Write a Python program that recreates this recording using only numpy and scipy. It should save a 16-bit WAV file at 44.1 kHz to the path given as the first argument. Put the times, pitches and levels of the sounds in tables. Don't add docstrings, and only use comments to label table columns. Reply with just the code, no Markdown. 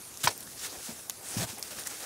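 import sys
import numpy as np
from scipy import signal
from scipy.fft import rfft, irfft
from scipy.io import wavfile
from scipy.ndimage import uniform_filter1d

SR = 44100
rng = np.random.default_rng(int(sys.argv[2]) if len(sys.argv) > 2 else 0)


def transcribe(signal):
    frames = np.atleast_2d(signal).T
    limited = np.clip(frames, -1, 1)
    pcm = np.round(limited * 32767).astype(np.int16)
    wavfile.write(sys.argv[1], SR, pcm)


def ratio(d):
    e = np.asarray(d, float) / 20
    return 10 ** e


N = 90404

# columns f/Hz, level/dB per Hz
FIRE_SPECTRUM = [(30, -11.5), (70, -4.5), (400, -5), (1000, -9), (3000, -15), (5700, -9.5), (10500, -7),
                 (15500, -18)]
FIRE_DB, PATCHY_DB, SWELL_DB = -47, 2.0, 0.3

# columns t/s, length/s, from f/Hz, to f/Hz, level/dB
SAP_WHISTLES = [
    (.018, .01, 9800, 9000, -53),
    (.03, .012, 10800, 10000, -56),
    (.048, .018, 10500, 9300, -53),
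    (.066, .016, 8600, 9600, -52),
    (.088, .012, 9300, 10200, -54),
    (.356, .018, 8800, 8300, -54),
    (.428, .011, 10400, 8500, -48),
    (.985, .03, 10700, 11000, -56),
]
SAP_WIDTH_HZ = 120

# columns t/s, peak level/dB, low edge f/Hz, high edge f/Hz, ring f/Hz
TICKS = [(0.1734, -23.5, 4050, 13500, 6640), (.2045, -37, 3480, 7000, 5200),
         (0.378, -22, 4840, 15700, 15600), (0.406, -26.5, 4000, 15000, 13200),
         (0.4077, -29, 4000, 15000, 9900), (.4745, -38.5, 398, 4500, 1780),
         (.516, -34, 11000, 16000, 14000), (.553, -49, 10000, 16000, 13000),
         (1.0976, -13.5, 2430, 14800, 7000), (1.0979, -27.5, 435, 2730, 6800),
         (1.0981, -20, 8500, 13000, 10400), (1.1067, -26.5, 2050, 11000, 4330),
         (1.5838, -26, 5370, 15500, 9600), (1.595, -27, 8600, 16000, 11500),
         (1.6268, -18, 4630, 11900, 5370), (1.6262, -35, 795, 2980, 5370), (1.7862, -33.5, 610, 2500, 1700),
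         (1.796, -22, 8000, 15400, 10000), (1.8633, -34.5, 1190, 2570, 1960),
         (1.872, -14.5, 4740, 14900, 8750), (1.875, -21, 5000, 14000, 8000),
         (1.8713, -33, 1390, 2560, 2010), (0.2789, -15, 4500, 11600, 8200),
         (0.6476, -27.5, 1000, 13000, 2230), (1.287, -25, 7000, 11000, 9050),
         (1.3671, -31, 4000, 11000, 6640), (1.473, -35, 7000, 11000, 8800), (.568, -38, 8000, 15000, 12000),
         (0.426, -40, 1500, 6000, 4000), (0.3303, -34, 6000, 15000, 12000)]
NEAR_TICKS = [
    .3773,
    1.0979,
    1.6268,
]
TICK_RING_DB, TICK_RING_CYCLES, TICK_EDGE_S = -6, 22, 0.0007
TICK_TAIL_DB, TICK_TAIL_S = -13, 0.025
SPARKS_PER_S, SPARK_DB = 25, -37

# columns t/s, rise/s, fall/s, level/dB, grind over level/dB
STROKES = [(.19, 0.027, 0.056, -44.5, -6), (0.2328, .002, 0.0042, -30.5, -18),
           (.235, 0.0047, 0.036, -29.5, 2.5), (.25, 0.015, 0.013, -35.5, -3),
           (0.2767, 0.0007, 0.02, -38, 7), (0.284, 0.025, 0.03, -40, -7), (.33, 0.1, 0.03, -59, 4.5),
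           (.46, 0.078, 0.026, -50.5, -5), (0.551, 0.058, 0.07, -44.5, -2.5),
           (0.599, 0.059, 0.039, -39, -1), (.67, 0.056, 0.38, -48, -4), (.79, 0.074, 0.11, -43.5, -4),
           (.95, 0.019, 0.13, -50.5, -14), (1.216, 0.11, 0.15, -43, -1.5), (1.364, 0.012, 0.061, -36.5, -1),
           (1.383, 0.048, 0.032, -35.5, -1.5), (1.463, 0.036, 0.083, -42, -4),
           (1.628, 0.015, 0.11, -46, 0.5), (1.704, 0.0079, 0.071, -44, -1.5),
           (1.738, 0.069, 0.046, -42, -1.5), (1.849, 0.019, 0.028, -39.5, -4),
           (1.883, 0.024, 0.22, -44, -1), (1.98, 0.056, 0.046, -43.5, -2.5)]
# columns t/s, rise/s, fall/s, level/dB
RUBS = [(0.235, 0.0061, 0.07, -40), (0.265, 0.017, 0.061, -39.5), (.6, 0.043, 0.088, -50),
        (.71, 0.028, 0.099, -48), (0.869, 0.028, 0.054, -46), (.96, 0.042, 0.018, -53.5),
        (1.239, 0.13, 0.056, -47.5), (1.359, 0.079, 0.025, -37), (1.463, 0.016, 0.1, -47.5),
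        (1.564, 0.022, 0.058, -48), (1.7, 0.021, 0.058, -48.5), (1.759, 0.02, 0.19, -50.5),
        (1.889, 0.037, 0.082, -49.5), (1.99, 0.037, .04, -48)]
RISE_BEND, FALL_BEND = 0.68, 1
# columns f/Hz, level/dB per Hz
RASP = [(2500, -2), (4500, 0), (6000, 4), (9500, 1), (11500, -7), (15500, -21)]
# columns f/Hz, level/dB per Hz
GRIND = [(700, -17), (1400, 3), (3800, -5), (6000, -4.5)]
# columns f/Hz, level/dB per Hz
BODY = [(150, -13), (280, -0.5), (800, 0.5), (1400, -10.5), (2500, -7), (4500, -73)]
SLIPS_PER_S, SLIP_SPREAD_DB, FLICKER_DB = 14000, 1.6, 1.0

# columns t/s,
# rise/s, fall/s, level/dB, f/Hz
SWISHES = [(.236, 0.0066, 0.014, -31, 3930), (.236, .004, 0.014, -34, 10500),
           (0.274, 0.0016, 0.015, -27, 5100), (0.287, .002, 0.013, -36, 4320),
           (.57, 0.024, 0.032, -45.5, 5200), (.62, 0.026, 0.026, -43, 8200), (.61, 0.048, 0.055, -46, 3770),
           (.69, .01, 0.04, -47.5, 4360), (.81, 0.034, .06, -48, 9900), (.83, 0.049, .05, -52, 4800),
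           (1.23, 0.081, 0.11, -41.5, 9000), (1.33, .015, 0.035, -41.5, 5740),
           (1.367, 0.026, 0.044, -38.5, 5650), (1.39, 0.04, 0.037, -42.5, 3900),
           (1.468, .01, 0.068, -53, 9150), (1.55, 0.028, 0.058, -55.5, 3150),
           (1.77, 0.03, 0.027, -54, 4600), (1.86, 0.017, 0.019, -45, 11500), (.45, .4, 1.2, -62, 13500),
           (1.97, 0.075, .05, -60, 5800), (.233, .004, .016, -48, 13300), (.24, 0.0052, 0.0068, -37, 6100),
           (1.365, .03, 0.049, -52, 13300), (.62, 0.024, 0.026, -64, 13000),
           (1.406, 0.014, 0.016, -52, 1080), (1.41, 0.017, 0.029, -47, 640), (1.365, .02, 0.088, -38, 150),
           (2.02, .02, .02, -47.5, 1630)]
SWISH_SPREAD = 0.16

# columns t/s, level/dB, f/Hz, t60/s
THUDS = [(0.241, -29.5, 137, 0.073), (0.272, -36, 104, 0.098), (0.886, -36, 230, 0.12),
         (0.918, -46, 111, 0.061), (0.986, -58, 337, 0.034), (1.367, -16, 190, 0.028),
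         (1.373, -34, 110.2, 0.24), (1.394, -27, 148, 0.064), (1.419, -25, 168.5, 0.074),
         (1.439, -32, 127.6, 0.077), (1.491, -37, 107, 0.07), (1.529, -36, 232, 0.04),
         (1.959, -50, 302, 0.034)]
THUD_RISE_S, THUD_SAG, THUD_ROUGH = 0.004, 0.03, 0.6

# columns t/s, level/dB, contact edge f/Hz
FRACTURES = [
    (.2731, -7, 3900),
    (.2740, -12, 4200),
    (.2747, -17, 6500),
    (.2753, -9, 5500),
    (.2772, -14, 7000),
    (.2785, -22, 8000),
    (.2800, -21, 5000),
    (.2815, -22, 4000),
    (.2846, -19, 2500),
    (.29, -28, 6000),
]
# columns f/Hz, level/dB, t60/s
STICK_MODES = [(890, -10.5, 0.026), (1030, 2.5, 0.018), (1180, -1.5, 0.0078), (1500, -6, 0.016),
               (1760, -3, 0.023), (2330, 2.5, 0.0064), (3060, 0.5, 0.0065), (3900, 1, 0.0053),
               (4750, -5, 0.0058)]

# columns f/Hz, side under mid level/dB
SIDE_SPECTRUM = [(60, -15), (200, -17.5), (380, -12), (700, -22), (2380, -21), (4400, -34), (8120, -27),
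                 (15000, -22)]
AIR_EDGE_HZ, EDGE_HZ = 15750, 16900


def evened(x):
    return x / np.sqrt(np.mean(x ** 2) + 1e-20)


def smoothed(x, size):
    return uniform_filter1d(uniform_filter1d(x, size=size), size=size)


def add(mix, s, sound):
    part = mix[round(s * SR):][:len(sound)]
    part += sound[:len(part)]


def coloured(x, points):
    f, level = np.transpose(points)
    hz = np.fft.rfftfreq(len(x), 1 / SR)
    db = np.interp(np.log(hz + 1), np.log(f + 1), level, left=level[0] - 40)
    return irfft(rfft(x) * ratio(db), len(x))


def filtered(x, order, hz, kind):
    return signal.sosfilt(signal.butter(order, hz, kind, fs=SR, output="sos"), x)


def ring(hz, t60, t):
    return ratio(-60 * t / max(t60, 0.001)) * np.sin(2 * np.pi * hz * t)


def fire():
    frames = N // 128 + 5
    real, imaginary, patches = rng.standard_normal((3, 257, frames))
    patches = uniform_filter1d(patches, size=8, axis=0)
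    patches = evened(uniform_filter1d(patches, size=16, axis=1))
    slow = evened(uniform_filter1d(rng.standard_normal(frames), size=30))
    z = (real + 1j * imaginary) * ratio(PATCHY_DB * patches + SWELL_DB * slow)
    noise = signal.istft(z, nperseg=512, noverlap=384)[1][:N]
    return ratio(FIRE_DB) * evened(coloured(noise, FIRE_SPECTRUM))


def sap():
    out = np.zeros(N)
    for s, length, from_hz, to_hz, db in SAP_WHISTLES:
        length = min(length, 0.03)
        u = np.arange(0, length, 1 / SR) / length
        wobble = evened(uniform_filter1d(rng.standard_normal(1500), size=60))[:len(u)]
        hz = from_hz + (to_hz - from_hz) * u + SAP_WIDTH_HZ * wobble
        whistle = np.sin(2 * np.pi * np.cumsum(hz) / SR)
        add(out, s, ratio(db + 6) * np.sin(np.pi * u) ** 0.5 * whistle)
    return out


def tick(low_hz, high_hz, ring_hz, grit):
    t = np.arange(len(grit)) / SR
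    edge = ratio(-60 * t / TICK_EDGE_S) * (1 + abs(grit)) * np.cos(2 * np.pi * ring_hz * t)
    tail = ratio(TICK_TAIL_DB - 60 * t / TICK_TAIL_S) * grit[::-1]
    body = ratio(TICK_RING_DB) * ring(ring_hz, TICK_RING_CYCLES / ring_hz, t)
    sound = filtered(edge + tail + body, 3, [low_hz, high_hz], "band")
    return sound / abs(sound).max()


def sparks():
    hits = rng.random(N) < SPARKS_PER_S / SR
    train = hits * ratio(SPARK_DB + 3 * rng.standard_normal(N))
    return signal.oaconvolve(train, tick(3000, 7800, 11000, rng.standard_normal(400)))[:N]


def crackle(near):
    out = np.zeros(N)
    for s, db, low_hz, high_hz, ring_hz in TICKS:
        grit = rng.standard_normal(1200)
        is_near = min(abs(s - np.array(NEAR_TICKS))) < 0.003
        if is_near == near:
            add(out, s, ratio(db) * tick(low_hz, high_hz, ring_hz, grit))
    return out


def stroke_power(rise, fall, db):
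    up = np.arange(0, rise, 1 / SR) / rise
    down = np.arange(0, fall, 1 / SR) / fall
    return (np.r_[up ** RISE_BEND, (1 - down) ** FALL_BEND] * ratio(db)) ** 2


def slip_gain():
    return ratio(SLIP_SPREAD_DB * np.minimum(rng.exponential(1, N), 4))


def twigs():
    rasp, grind, body = power = np.zeros((3, N))
    for start, rise, fall, db, grind_db in STROKES:
        add(rasp, start, stroke_power(rise, fall, db))
        add(grind, start, stroke_power(rise, fall, db + grind_db))
    for start, rise, fall, db in RUBS:
        add(body, start, stroke_power(rise, fall, db))
    caught = rng.random(N) < SLIPS_PER_S / SR
    slips = rng.standard_normal((3, N)) * (0.6 + caught * slip_gain())
    flicker = ratio(FLICKER_DB * evened(smoothed(rng.standard_normal(N), 120)))
    out = np.zeros(N)
    for layer, grit, spectrum in zip(power, slips, (RASP, GRIND, BODY)):
        out += np.sqrt(layer) * evened(coloured(grit, spectrum))
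    return flicker * out


def swishes():
    out = np.zeros(N)
    grit = rng.standard_normal(N) * slip_gain()
    for start, rise, fall, db, hz in SWISHES:
        band = [hz * (1 - SWISH_SPREAD), hz * (1 + SWISH_SPREAD)]
        begin = round(start * SR)
        power = stroke_power(rise, fall, db)[:N - begin]
        noise = evened(filtered(grit, 2, band, "band"))[begin:][:len(power)]
        add(out, start, np.sqrt(power) * noise)
    return out


def thuds():
    out, t = np.zeros(N), np.arange(8000) / SR
    for s, db, hz, t60 in THUDS:
        sagging_hz = hz * (1 - THUD_SAG * np.tanh(t / t60))
        add(out, s, ratio(db) * np.minimum(t / THUD_RISE_S, 1) * ring(sagging_hz, t60, t))
    crumble = evened(smoothed(rng.standard_normal(N), 200))
    return filtered(out * (1 + THUD_ROUGH * crumble), 3, 65, "high")


def snap():
    out, t = np.zeros(N), np.arange(3000) / SR
    for s, db, edge_hz in FRACTURES:
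        modes = np.zeros(len(t))
        for hz, mode_db, t60 in STICK_MODES:
            modes -= 0.27 * ratio(db + mode_db + 2 * rng.standard_normal()) * ring(hz, t60, t)
        add(out, s, filtered(modes, 4, edge_hz, "low"))
    return filtered(out, 3, 620, "high")


def scene():
    soft = fire() + sap() + sparks() + crackle(False) + twigs() + swishes() + thuds() + snap()
    air = signal.firwin(1023, AIR_EDGE_HZ, fs=SR)
    mid = signal.oaconvolve(soft, air, "same") + crackle(True)
    scatter = rng.standard_normal(3000) * ratio(-60 * np.arange(3000) / 3000)
    scattered = signal.oaconvolve(mid, scatter / np.linalg.norm(scatter))[:N]
    side = coloured(scattered, SIDE_SPECTRUM)
    return np.array([mid + side, mid - side])


def top_cut(x):
    return signal.sosfilt(signal.butter(12, 17020, fs=SR, output="sos"), x)


def record(dry):
    limited = signal.oaconvolve(dry, signal.firwin(255, EDGE_HZ, fs=SR)[None], "same")
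    return top_cut(limited)


dry = scene()
out = record(dry)
transcribe(out)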